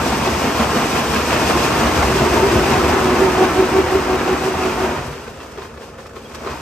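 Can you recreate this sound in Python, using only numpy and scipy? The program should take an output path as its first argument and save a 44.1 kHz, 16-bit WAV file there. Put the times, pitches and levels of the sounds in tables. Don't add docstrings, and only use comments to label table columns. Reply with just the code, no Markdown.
import sys
import numpy as np
from scipy import signal
from scipy.fft import rfft, irfft, next_fast_len
from scipy.io import wavfile
from scipy.ndimage import map_coordinates

SR = 44100
rng = np.random.default_rng(int(sys.argv[2]) if len(sys.argv) > 2 else 0)


def to_wav(sig):
    pcm = np.clip(np.atleast_2d(sig), -1, 1) * 32767
    pcm = np.round(pcm).astype(np.int16)
    wavfile.write(sys.argv[1], SR, pcm.T)


N = 291501

# (time [s], crunch level [dB], bright crackle level [dB])
BITES = [(.1, -26, -43), (.277, -21, -31), (.455, -21, -30), (.628, -16.5, -26), (.8, -19, -27),
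         (.98, -20, -22.5), (1.163, -19.5, -22.5), (1.335, -20.5, -21.5), (1.5, -17, -29),
         (1.66, -18.5, -34), (1.82, -19.5, -31), (2.01, -19.5, -37), (2.2, -20, -27), (2.375, -16.5, -38),
         (2.555, -20, -29), (2.735, -18.5, -29), (2.92, -19, -36), (3.09, -20, -31), (3.254, -22, -32),
         (3.429, -19.5, -27), (3.6, -30, -28), (3.78, -29, -28), (3.955, -29, -31), (4.13, -28, -32),
         (4.305, -22.5, -30), (4.48, -23, -32), (4.665, -24.5, -24.5), (4.835, -21.5, -30)]


def amp(db):
    return 10 ** (np.asarray(db) / 20)


def unit(x):
    return x / np.sqrt(np.mean(np.abs(x) ** 2) + 1e-20)


def clock():
    return np.arange(N) / SR


def along(points, hz):
    f, *cols = np.transpose(points)
    return [np.interp(np.log(hz + 1), np.log(f + 1), c) for c in cols]


def level(rows, at_s):
    return np.interp(at_s, *np.transpose(rows))


def wobble(rate_hz):
    knots = rng.standard_normal(int(N * rate_hz / SR) + 4)
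    return map_coordinates(knots, [clock() * rate_hz], mode="nearest")


def phase_of(hz):
    return 2 * np.pi * np.cumsum(hz) / SR


def filtered(x, response):
    size = next_fast_len(N + SR // 4)
    spectrum = rfft(x, size) * response(np.fft.rfftfreq(size, 1 / SR))
    return irfft(spectrum, size)[..., :N]


def causal(gain):
    cepstrum = irfft(np.log(np.maximum(gain, 1e-6)))
    half = len(cepstrum) // 2
    return np.exp(rfft(np.r_[cepstrum[0], 2 * cepstrum[1:half]], len(cepstrum)))


def fractures(rate_hz, spread_db):
    sizes = amp(spread_db * np.clip(rng.standard_normal(N), -2, 2))
    snapped = rng.random(N) < rate_hz / SR
    return unit(snapped * sizes * rng.standard_normal((2, N)))


def hopper(excitation, colour, ring_db):
    # (centre [Hz], width [Hz], gain over the broad colour [dB])
    resonances = [(110, 8.5, -5), (139.3, 19, -8.5), (236, 31, -8.5), (454, 5.1, -20), (506, 2.8, -2),
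                  (666, 180, -8), (910, 51, -9.5), (1063, 12, -7), (2526, 36, -13), (6320, 680, -6)]
    # (frequency [Hz], side minus mid [dB], left's lead [rad], left minus right [dB])
    stereo = [(60, -29, 0, 0), (150, -20, 0, 0), (380, -12.5, .1, -.7), (900, -9.5, .35, 1.3),
              (1600, -7, -.3, .7), (2300, -8.5, .15, -.2), (3100, -6.5, 1.2, -.3), (4500, -2, 1.3, 1),
              (5500, -1, 0, 3.5), (7200, -4, -.9, 1.8), (8500, -9, -2.2, .8), (10000, -14, -3.1, 0),
              (11500, -12, -5.3, 0), (12500, -15, -6.1, 0)]

    def body(hz):
        rings = 0
        for c, w, db in resonances:
            rings = rings + amp(db + ring_db) * 1j * hz * w / (c * c - hz * hz + 1j * hz * w)
        turn = np.arctan(amp(along(stereo, hz)[0]))
        split = np.array([np.cos(turn), np.sin(turn)])
        return causal(amp(along(colour, hz)[0])) * (1 + rings) * split

    def left_right(hz):
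        _, lead_rad, balance_db = along(stereo, hz)
        left = amp(balance_db / 2) * np.exp(.5j * lead_rad)
        return np.array([left, 1 / left])

    mid, side = filtered(excitation, body)
    return unit(filtered(np.array([mid + side, mid - side]), left_right))


def swells(times_s, peaks_db, rise_s, fall_s):
    power = np.zeros(N)
    for s, db in zip(times_s, peaks_db):
        span = slice(max(int((s - 5 * rise_s) * SR), 0), int((s + 5 * fall_s) * SR))
        t = np.arange(*span.indices(N)) / SR - s
        power[span] += amp(db) ** 2 * np.exp(-(t / np.where(t < 0, rise_s, fall_s)) ** 2)
    return np.sqrt(power)


def cutting(ping_db=-4):
    # (time [s], level [dB])
    thump_curve = [(.1, -20), (1.2, -24.5), (2.05, -13.5), (2.7, -15.5), (3.2, -34), (4.2, -36),
                   (4.83, -24)]
    # (time [s], frame thump level [dB], crunch level [dB])
    snag_rows = [(4.9, -40, -25), (4.975, -30, -27), (5.085, -29, -40), (6.505, -35, -32),
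                 (6.555, -44, -38)]
    # (frequency [Hz], gain [dB])
    frame_colour = [(20, -34), (40, -16), (56, 8.5), (78, 13.5), (95, -3), (140, 6.5), (260, -41.5)]
    crunch_colour = [(40, -46), (110, -11), (170, -4), (240, 1), (290, -2), (380, -2), (520, -3),
                     (750, -2.5), (1100, -3), (1900, -9), (2750, -14.5), (3700, -22), (8000, -33),
                     (15000, -45)]
    crackle_colour = [(400, -27), (1000, 2), (1500, 0), (2100, -4.5), (2650, 1.5), (3600, -8.5),
                      (6000, -18), (9000, -30), (15000, -47)]

    bites, crunch_db, crackle_db = np.transpose(BITES)
    snags, jolt_db, tear_db = np.transpose(snag_rows)
    shaking = np.hypot(swells(bites, level(thump_curve, bites) - 8, rise_s=0.087, fall_s=0.059),
                       swells(snags, jolt_db, rise_s=0.03, fall_s=0.045))
    breaking = np.hypot(swells(bites, crunch_db - 1.5, rise_s=0.042, fall_s=0.048),
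                        swells(snags, tear_db, rise_s=0.084, fall_s=0.023))
    crackling = swells(bites, crackle_db - 2.5, rise_s=0.036, fall_s=0.037)

    thump = hopper(fractures(rate_hz=900, spread_db=0.0), frame_colour, ring_db=1)
    crushed = amp(1.3 * wobble(70)) * fractures(rate_hz=16000, spread_db=1.5)
    crunch = hopper(crushed, crunch_colour, ring_db=8.0)
    cracked = amp(3.0 * wobble(160)) * fractures(rate_hz=3500, spread_db=4.5)
    crackle = hopper(cracked, crackle_colour, ring_db=-3) + amp(ping_db) * splinters()
    return shaking * thump + breaking * crunch + crackling * crackle


def splinters(rate_hz=260, pitch_hz=1450, octaves=.7, cycles=32, spread_db=2):
    draws = rng.standard_normal((int(rate_hz * N / SR), 3))
    t = np.arange(SR // 20) / SR
    hz = pitch_hz * 2 ** (octaves * np.clip(draws[:, :1], -1.3, 1.6))
    pings = np.sin(2 * np.pi * hz * t) * amp(spread_db * draws[:, 1:2] - 20 * hz * t / cycles)
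    at = rng.integers(0, N, (len(draws), 1)) + np.arange(len(t))
    channels = []
    for side in (1, -1):
        panned = pings * amp(side * 2.6 * draws[:, 2:])
        channels.append(np.bincount(at.ravel(), panned.ravel(), N)[:N])
    return unit(np.array(channels))


def snaps(rise_s=0.0039, crack_t60_s=0.059):
    # (time [s], pitch [Hz], ring level [dB], crack level [dB])
    snap_rows = [(0.061, 244.5, -11, -20), (0.122, 236.4, -13, -15), (0.268, 382, -12, -14.5),
                 (0.398, 385, -14, -24), (0.436, 237, -13, -30), (0.593, 226, -11, -17),
                 (0.649, 390, -19, -22), (0.734, 407, -15, -26), (0.765, 236, -12, -21),
                 (0.82, 235, -16, -24), (1.158, 222, -12, -19), (1.336, 215, -19, -26),
                 (1.361, 374, -15, -19.5), (1.503, 246, -9, -25), (1.551, 356, -10, -26),
                 (1.738, 377, -13, -17), (1.865, 306, -13, -15), (2.021, 385, -12, -13),
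                 (2.217, 222.4, -9.5, -34), (2.556, 221, -10.5, -33), (2.709, 242, -8, -20),
                 (3.104, 244.8, -11.5, -23), (5.08, 387, -25, -45), (5.11, 402, -26, -42),
                 (5.276, 476, -27.5, -36), (5.58, 388, -26, -44), (6.164, 370, -29, -48),
                 (6.463, 378, -20, -36)]
    # (multiple of pitch, level [dB], t60 [s])
    modes = [(1.001, 1, 0.11), (1.8, -20, 0.11), (2.95, -8, 0.1), (4.3, -25, 0.037)]
    colour = [(150, -18), (400, -3), (750, 4.5), (1100, -8), (1900, -14), (2800, -18), (4000, -13),
              (9000, -34), (15000, -67)]

    rings, cracks = np.zeros((2, N + SR))
    t = np.arange(SR // 5) / SR
    onset = 1 - np.exp(-t / rise_s)
    for s, hz, ring_db, crack_db in snap_rows:
        span = slice(round(s * SR), round(s * SR) + len(t))
        luck = rng.random((len(modes), 2))
        ring = 0
        for (multiple, db, t60_s), (a, b) in zip(modes, luck):
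            decay = amp(db + 3.4 * (a - 0.5) - 60 * t / t60_s)
            ring = ring + decay * np.sin(2 * np.pi * (multiple * hz * t + b))
        rings[span] += amp(ring_db + 0.5) * ring * onset
        cracks[span] += amp(crack_db + 6 - 60 * t / crack_t60_s) * onset
    crack = hopper(fractures(rate_hz=6500, spread_db=5.5), colour, ring_db=-18)
    return rings[:N] + cracks[:N] * crack


def groan(judder_db=-4.5):
    # (time [s], pitch [Hz], level [dB])
    slide = [(2.08, 370.4, -27), (2.185, 388.7, -21), (2.25, 347.7, -19.5), (2.3, 391.1, -25),
             (2.39, 345.6, -17.5), (2.455, 403.4, -17.5), (2.494, 372, -35), (2.535, 348.4, -16),
             (2.6, 351.3, -21), (2.63, 394.1, -21), (2.712, 390, -22), (2.75, 345.3, -29),
             (2.793, 381.8, -16.5), (2.83, 348.8, -20), (2.88, 372, -19), (2.92, 346, -23),
             (2.961, 396, -19), (3.0, 383.2, -34), (3.06, 373, -19), (3.16, 355, -23), (3.3, 366, -29)]
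    tone_db, rough_db, jitter_hz = -1, 2.8, 8
    scrape = [(150, -39.0), (240, -13), (300, -12), (345, -0.5), (400, 3.5), (450, -10.5), (800, -22),
              (2000, -45)]

    def flutter():
        return amp(rough_db * wobble(110))

    times, hz, db = np.transpose(slide)
    phase = phase_of(np.interp(clock(), times, hz) + jitter_hz * wobble(70))
    tone = unit(flutter() * np.sin(phase) + amp(-21) * flutter() * np.sin(2 * phase))
    judder = hopper(fractures(rate_hz=900, spread_db=-0.5), scrape, ring_db=-15)
    strain = np.interp(clock(), times, amp(db), left=0, right=0)
    return strain * (amp(tone_db) * tone + amp(judder_db) * judder)


def honks(pitch_hz=367, bend_hz=11, under_hz=324, under_db=-9, tear_db=-9.0, give_s=0.012):
    # (time [s], level [dB], overtone level [dB], lead of the grip [s])
    honk_rows = [(3.243, -13, -32, 0.0042), (3.421, -11.5, -18, .005), (3.606, -12, -22.5, .012),
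                 (3.779, -12, -20.5, 0.02), (3.955, -13.5, -22, 0.03), (4.128, -14.5, -22, 0.02),
                 (4.31, -16.5, -25, 0.035), (4.481, -18.5, -22.5, 0.03), (4.654, -20, -23, 0.03),
                 (4.832, -18, -23, 0.037)]
    rough_db, jitter_hz = 1.8, 5
    torn = [(120, -30.5), (235, -1), (275, -15.5), (325, 1.5), (400, 2.5), (490, -6), (570, -22),
            (670, 2.5), (800, -17), (2000, -38.5)]

    def partial(phase):
        return unit(amp(rough_db * wobble(110)) * np.sin(phase))

    times, db, bright_db, lead_s = np.transpose(honk_rows)
    force = swells(times + give_s, np.zeros(len(times)), rise_s=.04, fall_s=0.01994)
    phase = phase_of(pitch_hz + bend_hz * force + jitter_hz * wobble(70))

    body = swells(times, db - 1.5, rise_s=0.028, fall_s=0.022)
    tail = swells(times, db - 10.5, rise_s=0.027, fall_s=0.097)
    honk = (body + tail) * partial(phase)
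    gripping = swells(times - lead_s, bright_db - 2.0, rise_s=0.024, fall_s=0.025)
    grip = gripping * (partial(2 * phase) + amp(-7.5) * partial(3 * phase))

    tearing = swells(times + give_s, db - 1, rise_s=0.039, fall_s=0.021)
    under = amp(under_db) * partial(phase_of(under_hz + 12 * wobble(40)))
    tear = amp(tear_db) * hopper(fractures(rate_hz=3000, spread_db=-4), torn, ring_db=-11)
    return (honk + grip) * amp([[-.7], [.7]]) + tearing * (under + tear)


def rasp(ping_db=-12):
    # (time [s], level [dB])
    load = [(0.0, -21.5), (0.35, -21.5), (0.83, -22), (1.1, -22.5), (1.24, -22), (1.36, -20.5), (1.99, -19),
            (2.39, -20), (2.78, -18.5), (4.82, -24.5), (5.01, -29), (5.17, -36.5), (5.56, -41.5),
            (6.09, -46.5), (6.28, -42.5), (6.61, -33)]
    # (frequency [Hz], gain [dB])
    rub_colour = [(22, -30), (45, -13.5), (70, 3), (105, -8), (170, -4.5), (240, -2), (300, -1), (430, -1),
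                  (600, -9), (1080, -5.5), (1900, -12.5), (2650, -17), (3800, -25), (15000, -53.5)]
    rubbed = fractures(rate_hz=10000, spread_db=1.0)
    rubbing = amp(0.63 * wobble(25.21)) * hopper(rubbed, rub_colour, ring_db=3.0)
    shed = amp(ping_db) * splinters(rate_hz=320, pitch_hz=1252)
    return amp(level(load, clock()) + 3.0) * (rubbing + shed)


def chips(lead_s=0.015, bite_db=-3, stray_db=0):
    # (time [s], level [dB])
    flight = [(0.0, -33), (1.25, -31), (1.47, -29.5), (1.84, -30.5), (2.24, -31.5), (2.69, -32),
              (4.08, -37.5), (4.82, -37), (5.21, -47.5), (5.72, -54), (6.11, -55), (6.26, -50), (6.61, -44)]
    # (time [s], level [dB])
    spill_rows = [(5.06, -41), (5.135, -43), (5.435, -45), (5.475, -52), (5.6, -47), (5.645, -45),
                  (5.825, -43), (5.875, -47), (6.01, -47), (6.175, -51), (6.51, -42)]
    # (time [s], level [dB])
    tick_rows = [(5.243, -42), (5.28, -51), (5.52, -44), (5.985, -50), (6.068, -43), (6.16, -45),
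                 (6.351, -33.5)]
    # (frequency [Hz], gain [dB])
    spray_colour = [(800, -54), (2500, 5.5), (4000, -1.5), (5200, 1.5), (6500, -7.5), (8400, -2.5),
                    (9300, -3.5), (10100, -57), (11100, -7.5), (12200, -14), (14000, -13.5), (15600, -26)]

    bites = np.transpose(BITES)[0]
    thrown = swells(bites - lead_s, np.full(len(bites), bite_db), rise_s=0.059, fall_s=0.028)
    showers = amp(level(flight, clock()) + 4) * np.hypot(amp(stray_db), thrown)
    spills = swells(*np.transpose(spill_rows), rise_s=0.02, fall_s=0.028)
    ticks = swells(*np.transpose(tick_rows), rise_s=0.004, fall_s=0.0072)
    amount = np.sqrt(showers ** 2 + spills ** 2 + ticks ** 2)
    spray = hopper(fractures(rate_hz=22000, spread_db=0.0), spray_colour, ring_db=5.0)
    return amount * amp(0.79 * wobble(50)) * spray


def knocks(rise_s=0.0065):
    # (time [s], level [dB], t60 [s])
    pieces = [(4.976, -21.5, 0.16), (5.128, -30.5, 0.28), (5.181, -29, .08), (5.257, -32, 0.071),
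              (5.277, -27, 0.058), (5.337, -35, .07), (5.399, -32, .25), (5.574, -32, 0.24),
              (5.619, -27, 0.11), (5.65, -31, .07), (5.699, -39, .06), (5.774, -31, 0.086),
              (5.82, -35, 0.24), (5.984, -33, 0.16), (6.06, -32, 0.077), (6.158, -29.5, 0.14),
              (6.245, -36, .06), (6.318, -30, .09), (6.345, -31, 0.19), (6.388, -32, 0.11),
              (6.42, -33, 0.11), (6.446, -31, 0.28), (6.471, -30, 0.24), (6.515, -30, 0.16)]
    colour = [(40, -38), (80, 12), (170, -26), (300, 0), (410, 10.5), (650, -10.5), (800, -2.0),
              (1060, 4.5), (1900, -4.5), (2700, -10.0), (4200, -13.5), (9000, -34), (15000, -48)]
    hits = np.zeros(N)
    for s, db, t60_s in pieces:
        age = np.maximum(clock() - s + rise_s, 0)
        hits += amp(db - 60 * age / t60_s) * (1 - np.exp(-(age / rise_s) ** 2))
    return amp(2.5) * hits * hopper(fractures(rate_hz=3600, spread_db=4.5), colour, ring_db=-14)


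def rattle(ping_db=-7):
    colour = [(200, -44), (450, 17), (1100, 4), (1900, 7), (2700, -5), (4200, -7), (9000, -5.5),
              (15000, -64)]
    ticks = fractures(rate_hz=260, spread_db=0.5)
    t = np.arange(SR // 20) / SR
    ring = rng.standard_normal(len(t)) * amp(-60 * t / 0.03) * (1 - np.exp(-t / 0.0008))
    ringing = signal.fftconvolve(ticks, ring[None], axes=1)[:, :N]
    tumbling = hopper(ringing, colour, ring_db=-18)
    pings = splinters(rate_hz=70, pitch_hz=1386, cycles=15, spread_db=1.5)
    return amp(-45.5 + 1.8 * wobble(22)) * (tumbling + amp(ping_db) * pings)


def squeaks():
    # (time [s], pitch [Hz], level [dB], half length [s])
    slides = [(2.764, 745, -19, 0.02), (3.255, 904, -21, 0.069), (5.276, 1530, -38, .012),
              (5.415, 2700, -43, 0.011), (5.582, 3300, -44, .007), (5.623, 1044, -33.5, 0.011),
              (6.26, 3250, -40, 0.0057), (6.494, 1037, -30.5, .03)]
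    total = np.zeros(N)
    for s, hz, db, length_s in slides:
        tone = np.sin(phase_of(hz * (1 + 0.00905 * wobble(150))))
        total += swells([s], [db], rise_s=length_s, fall_s=length_s) * tone
    return total


def walls(x, wet_db, t60_s, above_hz, shift_hz=6, count=6):
    t = np.arange(SR // 6) / SR
    shares = np.array([wobble(shift_hz) for _ in range(count)])
    echo = np.zeros((2, N))
    for share in shares / np.linalg.norm(shares, axis=0):
        tail = rng.standard_normal((2, len(t))) * amp(-60 * t / t60_s) * (t > .003)
        tail = tail / np.linalg.norm(tail[0])
        echo += signal.oaconvolve(x * share, tail, axes=1)[:, :N]
    return amp(wet_db) * filtered(echo, lambda hz: (hz / np.hypot(hz, above_hz)) ** 2)


def drive():
    # (frequency [Hz], level [dB])
    hum = [(80.7, -53), (227, -52), (398, -51.5), (473.7, -50), (537, -50), (1082, -58), (1190, -61)]
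    # (frequency [Hz], gain [dB])
    drone_colour = [(20, -29), (40, -8), (68, 3), (110, -11), (180, -8), (300, -13.5), (420, -4),
                    (600, -14), (1200, -39), (3000, -47), (8000, -56), (15000, -72)]
    tones = np.zeros(N)
    for hz, db in hum:
        unsteady = amp(db + 2.0 + 2.6 * wobble(13))
        tones += unsteady * np.sin(2 * np.pi * hz * clock() + 0.84 * wobble(22))
    rumble = hopper(fractures(rate_hz=9000, spread_db=6), drone_colour, ring_db=15)
    return tones + amp(-40.5) * rumble


def scene():
    worked = cutting() + snaps() + groan() + honks() + rasp()
    loose = chips() + knocks() + rattle() + squeaks()
    plastic = amp(-0.96) * (worked + loose)
    return plastic + walls(plastic, wet_db=-8, t60_s=0.075, above_hz=470) + drive()


def record(dry):
    ceiling, knee, top_hz = .92, 10, 15600
    lean = filtered(dry, lambda hz: hz ** 4 / np.hypot(hz ** 4, 33 ** 4))
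    rounded = lean / (1 + np.abs(lean / ceiling) ** knee) ** (1 / knee)
    return filtered(rounded, lambda hz: hz < top_hz)


dry = scene()
out = record(dry)
to_wav(out)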